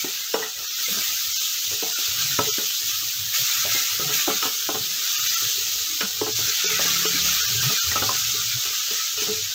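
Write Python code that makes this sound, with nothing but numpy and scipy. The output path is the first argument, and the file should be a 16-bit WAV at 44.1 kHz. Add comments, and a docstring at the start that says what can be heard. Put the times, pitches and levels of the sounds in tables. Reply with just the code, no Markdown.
"""From the start, chopped tomato and onion sizzle in oil in a steel pot, close under a mono phone microphone:
dense clicks over a coloured hiss, with rare sharp spits. A wooden spatula strokes the pot, with a rumble
and hum through the stove and a scrape; its knocks make the pot ring dully. The oil flares up as wet food
meets bare hot steel, and now and then the sound thins to a few tones. Between 6.6 and 7.4 s the spatula
judders too, its slips thumping the stove grate and the pot."""
import sys
import numpy as np
from scipy import signal
from scipy.fft import rfft, irfft
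from scipy.io import wavfile
from scipy.ndimage import uniform_filter1d

SR = 44100
rng = np.random.default_rng(int(sys.argv[2]) if len(sys.argv) > 2 else 0)


def master_out(mix):
    """Clip the mix to full scale and print it as 16-bit PCM to the path in sys.argv[1]."""
    frames = np.transpose(np.atleast_2d(mix))
    ceiling = np.clip(frames, -1, 1)
    pcm = np.round(ceiling * 32767).astype(np.int16)
    wavfile.write(sys.argv[1], SR, pcm)


def invert_db(level):
    """Linear amplitude ratio for a level in decibels (20 dB per decade), elementwise."""
    return 10 ** (np.asarray(level, dtype=float) / 20)


N = 420713

# How hard the oil fries. Each row: time in seconds, hiss level in dB, low fizz near 1.5 kHz in dB
# (for the fizz, only the changes against the hiss count).
FRYING = [(0.0, -25.5, -40.5), (0.58, -31, -48), (0.77, -27, -41.5), (0.9, -24, -42.5), (1.01, -23.5, -38),
          (1.33, -24, -45), (1.97, -24, -43), (2.23, -23.5, -39.5), (2.66, -23.5, -43.5),
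          (3.27, -26.5, -45.5), (3.56, -22.5, -36), (3.93, -24, -39), (4.33, -24.5, -38),
          (4.49, -26, -43.5), (4.81, -25.5, -46), (5.26, -22, -35.5), (5.5, -22.5, -42), (6.24, -26, -47.5),
          (6.69, -22, -33.5), (6.91, -20.5, -34), (7.52, -22, -37), (8.03, -22, -40.5), (8.15, -22, -38.5),
          (9.54, -26, -45.5)]
# Colour of the sizzle. Each row: frequency in Hz, relative strength in dB per Hz.
SIZZLE_COLOUR = [(530, -32), (950, -28.5), (1080, -35), (1150, -15.5), (1290, -9.5), (1660, -12.5),
                 (2150, -12.5), (2700, -4.5), (3690, -0.5), (5090, -2), (6460, 1), (7200, -4.5),
                 (9360, -20.5), (11300, -17.5), (14700, -1), (15600, -6.5)]
# Finest spatter above the hiss. Each row: time in seconds, lift of the top treble in dB.
TOP_FIZZ = [(0, -1.5), (.9, 0.5), (1.8, -2), (3.0, 0), (3.6, 0.5), (4.6, 0), (5.6, -1.5), (7.0, -2.5),
            (7.8, -1.5), (9.54, -4)]
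# Wet food meets hot steel and the sizzle flares. Each row: start in seconds, lift in dB before it fades.
FLARES = [(.3, 1.5), (.76, 1.5), (1.36, 1.5), (1.98, 1.5), (2.18, 2.5), (2.86, 2), (3.33, 6), (3.7, 3.5),
          (4.12, 5.5), (4.41, 3), (5.25, 1.5), (6.35, 5), (6.46, 1.5), (6.79, 1.5), (7.24, 3.5),
          (7.61, 2.5), (8.6, 1), (8.91, 2), (9.19, 3)]
FLARE_RISE_S, FLARE_FALL_S = 0.019, 0.12
FLARE_LOW = 1.1  # the low fizz swings this many times as far
SPITS_PER_S, SPIT_DB = 14, -19  # rare large drops of water bursting in the oil; typical size

# Colour of the stove's rumble. Each row: frequency as a multiple of the centre, strength in dB per Hz.
RUMBLE_COLOUR = [(.15, -60), (.4, -8.5), (.7, -16.5), (1.0, 2), (1.35, -9.5), (2.2, -23.5), (4, -65)]
# Ringing modes of the pot with food in it. Each row: frequency in Hz, relative level in dB,
# time to fall 60 dB in seconds.
POT_MODES = [(150, -32, 0.11), (205, -18, 0.24), (283.6, -5, 0.078), (361, 0.5, 0.032), (420, -5, 0.1),
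             (438.2, -5, 0.13), (485, -5.5, 0.051), (560, -11, 0.14), (600, -4.5, 0.02), (697, -14.5, 0.14),
             (765.6, -10.5, 0.16), (834, -8.5, 0.094), (951, -10, 0.072), (1040, -4, 0.036),
             (1180, -15, 0.15), (1299, -2, 0.064), (1450, -14, 0.2), (1544, 3.5, 0.009),
             (1930, -7.5, 0.037), (2496, -2.5, 0.032), (2918, 5.5, 0.033), (3620, -1, 0.036),
             (5460, 9, 0.07), (7430, -15, 0.057)]
# Strokes of the spatula. Each row: start in seconds, length in seconds, mid-stroke rumble through the
# stove in dB, its mid-stroke centre in Hz, scrape of wood on steel in dB.
STROKES = [(0.013, 0.11, -51, 192, -70), (0.303, 0.21, -58.5, 151, -52), (0.535, 0.14, -55, 70, -49),
           (0.877, .16, -45, 195.8, -43), (1.047, 0.13, -55, 75, -53), (1.25, 0.11, -51, 97, -62),
           (1.645, .15, -46.5, 103.3, -65), (1.815, 0.11, -55, 153, -44), (2.043, 0.34, -47, 105.2, -57),
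           (2.363, 0.18, -41, 114.8, -41), (2.578, 0.11, -57, 195, -47), (2.8, 0.32, -50, 107.4, -55),
           (3.13, 0.19, -46, 103.2, -65), (3.375, 0.094, -48, 122, -54), (3.554, 0.24, -48.5, 101.7, -80),
           (3.89, 0.14, -48, 106, -60), (4.0, 0.21, -45.5, 144.7, -47), (4.27, 0.13, -47, 190, -50),
           (4.639, 0.21, -48, 105, -56), (4.75, 0.274, -54.5, 188.3, -64), (4.9, 0.085, -57, 95, -60),
           (5.172, .16, -51, 95.7, -66), (5.391, 0.1, -45, 106, -50), (5.547, 0.23, -55, 105, -57),
           (5.553, .6, -58, 66.5, -56), (5.99, .11, -43, 196, -58), (6.127, 0.4, -44.5, 102, -52),
           (6.7, 0.37, -48, 99.4, -50), (7.08, 0.4, -46, 67.2, -54), (7.45, 0.264, -37, 116, -56),
           (7.64, 0.13, -41.5, 194.4, -55), (7.824, 0.29, -41.5, 100.1, -55),
           (8.094, 0.52, -45, 113.9, -63), (8.637, 0.11, -51, 101, -63), (9.133, 0.39, -49.5, 94.5, -63),
           (9.25, 0.11, -37.5, 199, -47)]
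STROKE_EDGE_S = 0.045  # soft start and end
STROKE_RISE = 0.067  # the rumble climbs by this share as the blade speeds up
STROKE_SWELL_DB = 2  # growth in level from start to end
REST_RUMBLE_DB, REST_HZ, REST_SCRAPE_DB = -71.5, 80, -59  # always there, also between strokes
HUM_DB, HUM_WAVER = -0.5, 0.028  # offset from the rumble level in dB, pitch waver as a share (rms)

# Spatula blows. Each row: start in seconds, peak level in dB, frequency favoured by the spot struck in Hz,
# how much it is favoured in dB, hardness as a lift of the higher modes in dB (scaled inside knock).
KNOCKS = [(0.041, -21, 374, 17, 2), (0.338, -8, 487, 14.5, 3), (0.388, -23.5, 450, 17, 3),
          (0.421, -18, 1920, 16, 6), (0.879, -31, 479, 22, 0), (1.712, -31, 420, 15, 3.5),
          (1.823, -20, 710, 20, -6), (1.982, -32, 305, 12, -2), (2.386, -10, 990, 3.5, 2),
          (2.579, -18.5, 1440, 7, -4.5), (3.649, -22.5, 640, 39, 5), (3.745, -28, 1390, -3, 1),
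          (3.994, -22, 402, 24, 1), (4.089, -20, 425, 11, 5.5), (4.274, -11.5, 560, 5, -2),
          (4.299, -17.5, 1180, 10, -0.5), (4.424, -13, 1280, 10, 7.5), (4.451, -18, 459, 7.5, 4.5),
          (4.687, -13, 1040, 11.5, -4.5), (4.742, -20.5, 414, 1, 1.5), (5.418, -37, 342, 20, -5),
          (6.007, -12.5, 1450, 14.5, 7.5), (6.212, -14.5, 1040, 19, -6), (6.262, -19, 427, 3, -1.5),
          (6.386, -28, 483, 3, -3), (6.64, -23, 425, 5, -6), (6.698, -31, 436, 16, -2),
          (6.791, -17, 627, 24, 3), (6.846, -25, 1280, -9, 2), (7.049, -14.5, 420, 12, 6.5),
          (7.139, -29.5, 287, 18, -7), (7.627, -24.5, 1232, 10, 4.5), (7.698, -26.5, 445, 2, 0),
          (7.913, -17.5, 1930, 24, 6), (7.954, -14.5, 1290, 8, 3.5), (8.019, -14, 1180, 10, 3.5),
          (8.088, -13, 1030, 13, 1), (8.338, -34, 414, 18, -2), (8.649, -21.5, 410, 14, 9.5),
          (8.905, -24, 420, 16, 8.5), (9.174, -19, 425, 19, 10), (9.217, -18.5, 408, 9, 7.5),
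          (9.27, -23, 428, 19, 1), (9.307, -33, 410, 27, 8), (9.359, -39, 420, 21, -1)]
CHATTER_DB, CHATTER_SLOPE = -32.5, -0.52  # light blows chatter more for their size: dB per dB of peak
# Moments when the whole sound thins to a few tones. Each entry: middle in seconds.
THIN = [.667, .690, .737, .760, .853, 1.341, 1.387, 1.944, 2.501, 2.524, 5.171, 5.218, 5.288, 5.357, 6.333,
        6.658, 6.681, 7.076, 7.424, 7.470, 7.795, 7.819]
# The spatula judders along the bottom. Each row: time in seconds, slips a second, level in dB.
JUDDER = [(6.62, 35, -48), (6.72, 35, -45.5), (7.0, 35, -41), (7.32, 35.5, -42), (7.42, 32, -67)]
EDGE_HZ = 15760  # upper limit of the band


def evened(x):
    """Scales a signal so its average size (rms) is 1."""
    return x / np.sqrt(np.mean(x ** 2) + 1e-20)


def read(points, hz):
    """Reads a spectrum on a log-frequency axis, as pitch is heard."""
    f, value = np.transpose(points)
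    return np.interp(np.log(hz + 1), np.log(f + 1), value)


def curves(rows, t):
    """Reads every column of a table of changes at times t."""
    s, *columns = np.transpose(rows)
    return [np.interp(t, s, c) for c in columns]


def add(mix, s, sound):
    """Mixes a sound in, starting at s seconds."""
    part = mix[round(s * SR):][:len(sound)]
    part += sound[:len(part)]


def spectrum(x, size):
    """Splits a sound into frequencies and overlapping moments."""
    return signal.stft(x, SR, nperseg=size, noverlap=size * 3 // 4)


def sound_from(z, size):
    """Turns such a spectrum back into sound."""
    return signal.istft(z, SR, nperseg=size, noverlap=size * 3 // 4)[1][:N]


def patches(shape, bins, frames):
    """Random blotches over frequency and time, with rms 1."""
    z = rng.standard_normal(shape[::-1]).T
    z = uniform_filter1d(z, bins, 0)
    return evened(uniform_filter1d(z, frames, 1))


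def frying(t):
    """Level of the hiss and of the low fizz at times t: a slow curve plus every flare."""
    s, lift_db = np.transpose(FLARES)[:, :, None]
    since = np.maximum(t - s, 0)
    rise = np.minimum(since / FLARE_RISE_S, 1)
    flare_db = (lift_db * rise * np.exp(-since / FLARE_FALL_S)).sum(0)
    level_db, low_db = curves(FRYING, t)
    return level_db + flare_db, low_db + FLARE_LOW * flare_db


def sizzle(pops_per_s=5000, size_db=0.5, hiss=0.73, patchy_db=1.31, blotchy_db=5.0):
    """Steam bubbles burst in the oil: dense uneven clicks over a hiss, coloured by pot and microphone."""
    size = invert_db(size_db * np.minimum(rng.exponential(1, N), 6)) * rng.choice([-1., 1.], N)
    pops = size * (rng.random(N) < pops_per_s / SR)
    hz, t, z = spectrum(evened(pops) + hiss * rng.standard_normal(N), 1024)
    level_db, low_db = frying(t)
    # how far each frequency belongs to the low fizz or to the finest spatter, 0 to 1
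    low = np.clip((3000 - hz) / 800, 0, 1)[:, None]
    top = np.clip((hz - 7500) / 1500, 0, 1)[:, None]
    low_db = low_db - level_db
    top_db = curves(TOP_FIZZ, t)[0] - 0.027 * (level_db - level_db.mean())
    shift_db = low * (low_db - low_db.mean()) + top * top_db
    # the low fizz breaks into short, faintly pitched blotches
    blotches_db = low * blotchy_db * patches(z.shape, 2, 8)
    patch_db = patchy_db * patches(z.shape, 16, 6)
    z = z * invert_db(read(SIZZLE_COLOUR, hz)[:, None] + shift_db + blotches_db + patch_db)
    return evened(sound_from(z, 1024)) * invert_db(np.interp(np.arange(N) / SR, t, level_db))


def spits(spread_db=3.0, centre_hz=5000, t60=0.0032):
    """Single sharp spits of oil, each a very short bright tick at a random moment."""
    t = np.arange(SR // 100) / SR
    tick = invert_db(-60 * t / t60) * np.sin(2 * np.pi * centre_hz * t)
    size = invert_db(SPIT_DB + spread_db * rng.standard_normal(N)) * rng.choice([-1., 1.], N)
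    hits = size * (rng.random(N) < SPITS_PER_S / SR)
    return signal.oaconvolve(hits, tick)[:N]


def stroke_gates(t):
    """For each stroke: its gate from 0 to 1 with soft edges, and how far through the stroke it is."""
    s, length = np.transpose(STROKES)[:2, :, None]
    gate = np.clip(np.minimum(t - s, s + length - t) / STROKE_EDGE_S, 0, 1)
    return gate, np.clip((t - s) / length, 0, 1)


def rumble(lumpy_db=6.0):
    """Strokes shake the stove: lumpy low noise whose centre climbs during each stroke."""
    rumble_db, centre_hz = np.transpose(STROKES)[2:4, :, None]
    fine = np.arange(0, N + 64, 64) / SR
    gate, along = stroke_gates(fine)
    power = (gate * invert_db(rumble_db + STROKE_SWELL_DB * (along - .5))) ** 2
    rest = invert_db(REST_RUMBLE_DB) ** 2
    total = power.sum(0) + rest
    # louder strokes pull the shared centre harder
    climbing_hz = centre_hz * (1 + STROKE_RISE * (along - .5))
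    centre = ((power * climbing_hz).sum(0) + rest * REST_HZ) / total
    hz, t, z = spectrum(rng.standard_normal(N), 2048)
    times, db = np.transpose(RUMBLE_COLOUR)
    ratio = hz[:, None] / np.interp(t, fine, centre)
    shape = invert_db(np.interp(np.log(ratio + 1e-3), np.log(times), db))
    z = z * shape / np.linalg.norm(shape, axis=0) * invert_db(lumpy_db * patches(z.shape, 2, 6))
    return np.interp(np.arange(N) / SR, fine, np.sqrt(total)) * evened(sound_from(z, 2048))


def rings(weight_db, rise=0.00029):
    """The pot's answer to one tap: its modes weighted, each starting up or down by chance."""
    hz, db, t60 = np.transpose(POT_MODES)[:, :, None]
    t = np.arange(SR // 4) / SR
    sign = rng.choice([-1., 1.], hz.shape)
    swell = 1 - np.exp(-t * hz / (430 * rise))  # low modes take longer to get going
    level = invert_db(db + weight_db(hz) - 60 * t / t60)
    return (sign * swell * level * np.sin(2 * np.pi * hz * t)).sum(0)


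def scrape(grit_per_s=400, grit_db=1.0, shifting_db=7.0):
    """Grit under the wooden blade gives many tiny taps that keep the pot faintly ringing."""
    def weight_db(hz):
        return -1.5 * np.log2(hz / 400) - 15 * (hz < 250) - 12 * (hz > 1100)

    fine = np.arange(0, N + 64, 64) / SR
    gate, _ = stroke_gates(fine)
    scrape_db = np.transpose(STROKES)[4, :, None]
    power = ((gate * invert_db(scrape_db)) ** 2).sum(0) + invert_db(REST_SCRAPE_DB) ** 2
    size = invert_db(grit_db * rng.exponential(1, N)) * rng.standard_normal(N)
    grit = size * (rng.random(N) < grit_per_s / SR)
    z = spectrum(signal.oaconvolve(grit, rings(weight_db))[:N], 2048)[2]
    # the scrape is blotchy, its tone colour shifting from moment to moment
    z = z * invert_db(shifting_db * patches(z.shape, 5, 7))
    return np.interp(np.arange(N) / SR, fine, np.sqrt(power)) * evened(sound_from(z, 2048))


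def hum():
    """The stove top hums under each stroke, a wavering tone that climbs with the rumble."""
    out = np.zeros(N)
    for s, length, db, hz, _ in STROKES:
        t = np.arange(0, length, 1 / SR)
        waver = evened(uniform_filter1d(rng.standard_normal(len(t)), 1500))
        pitch = hz * (1 + STROKE_RISE * (t / length - .5) + HUM_WAVER * waver)
        gate = np.clip(np.minimum(t, length - t) / STROKE_EDGE_S, 0, 1)
        level = invert_db(db + HUM_DB + STROKE_SWELL_DB * (t / length - 1.0))
        add(out, s, level * gate * np.sin(2 * np.pi * np.cumsum(pitch) / SR))
    return out


def knock(s, peak_db, spot_hz, spot_db, edge_db, t60=0.2, contact_s=0.0068):
    """The blade lands, slaps flat over a few milliseconds, then chatters on; all of it rings the pot."""
    def weight_db(hz):
        spot = spot_db * np.exp(-(np.log2(hz / spot_hz) / 0.12) ** 2)
        hard = edge_db * np.clip(np.log2(hz / 500), 0, 1) + (2.3 * edge_db - 9.0) * (hz > 2200)
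        return spot + hard

    t = np.arange(SR // 8) / SR
    fade = signal.windows.tukey(2 * len(t), .4)[len(t):] * (1 - np.exp(-t / 0.0038))
    slap = 0.13 * invert_db(-.8 * edge_db) * np.sin(np.pi * np.clip(t / contact_s, 0, 1))
    chatter = invert_db(CHATTER_DB + CHATTER_SLOPE * peak_db - 60 * t / t60) * fade
    force = (slap + chatter) * rng.standard_normal(len(t))
    force = 3 * uniform_filter1d(force, size=9)  # wood sliding on steel is duller than its first contact
    force[0] += 0.63 * invert_db(.4 * edge_db)  # a hard edge lands at once, a flat blade spreads the blow
    sound = signal.fftconvolve(force, rings(weight_db))
    return s, invert_db(peak_db) * sound / np.abs(sound).max()


def thinned(x, keep_db=2.26, boost_db=2.5, local=0.54):
    """At each thin moment only the strongest lines of a 46 ms spectrum survive, slightly boosted."""
    out, size = x.copy(), 2048
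    window = np.sin(np.pi * (np.arange(size) + .5) / size)
    for s in THIN:
        at = round(s * SR) - size // 2
        z = rfft(window * x[:, at:at + size])
        power = abs(z) ** 2
        # the bar to clear lies between the overall mean and the mean of nearby lines
        bar = power.mean() ** (1 - local) * uniform_filter1d(power, 31, 1) ** local
        strong = power > invert_db(2 * keep_db) * bar
        change = z * (strong * invert_db(boost_db) - 1)
        out[:, at:at + size] += window * irfft(change)
    return out


def judder(grate_hz=176, t60=0.093):
    """The blade sticks and slips; its nearly steady pulses thump the stove grate and the lower pot modes."""
    t = np.arange(JUDDER[0][0], JUDDER[-1][0], 1 / SR)
    per_s, db = curves(JUDDER, t)
    uneven = 1 + 0.18 * uniform_filter1d(rng.standard_normal(len(t)), 2000)
    turns = np.cumsum(per_s * uneven) / SR
    slips = np.diff(np.floor(turns), prepend=0)  # one pulse at each whole turn
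    u = np.arange(SR // 4) / SR
    grate = invert_db(-60 * u / t60) * np.sin(2 * np.pi * grate_hz * u)
    thump = grate + rings(lambda hz: -6 - 9 * abs(np.log2(hz / 260)))
    return t[0], invert_db(db) * evened(signal.fftconvolve(slips, thump)[:len(t)])


def scene():
    """All sources added together, the same on both channels."""
    mix = sizzle() + spits() + rumble() + scrape() + hum()
    for row in KNOCKS:
        add(mix, *knock(*row))
    add(mix, *judder())
    return np.array([mix, mix])


def top_cut(x):
    """Nothing passes above the cut-off."""
    return signal.sosfilt(signal.butter(12, 17100, fs=SR, output="sos"), x)


def record(dry):
    """The small microphone loses deep bass, the treble stops at the band limit, and moments thin out."""
    bass_cut = signal.butter(3, 62, "high", fs=SR, output="sos")
    heard = signal.sosfilt(bass_cut, dry)
    band_limit = signal.firwin(511, EDGE_HZ, window=("kaiser", 9), fs=SR)
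    heard = signal.oaconvolve(heard, band_limit[None], "same")
    mix = thinned(heard)
    return top_cut(mix)


dry = scene()
out = record(dry)
master_out(out)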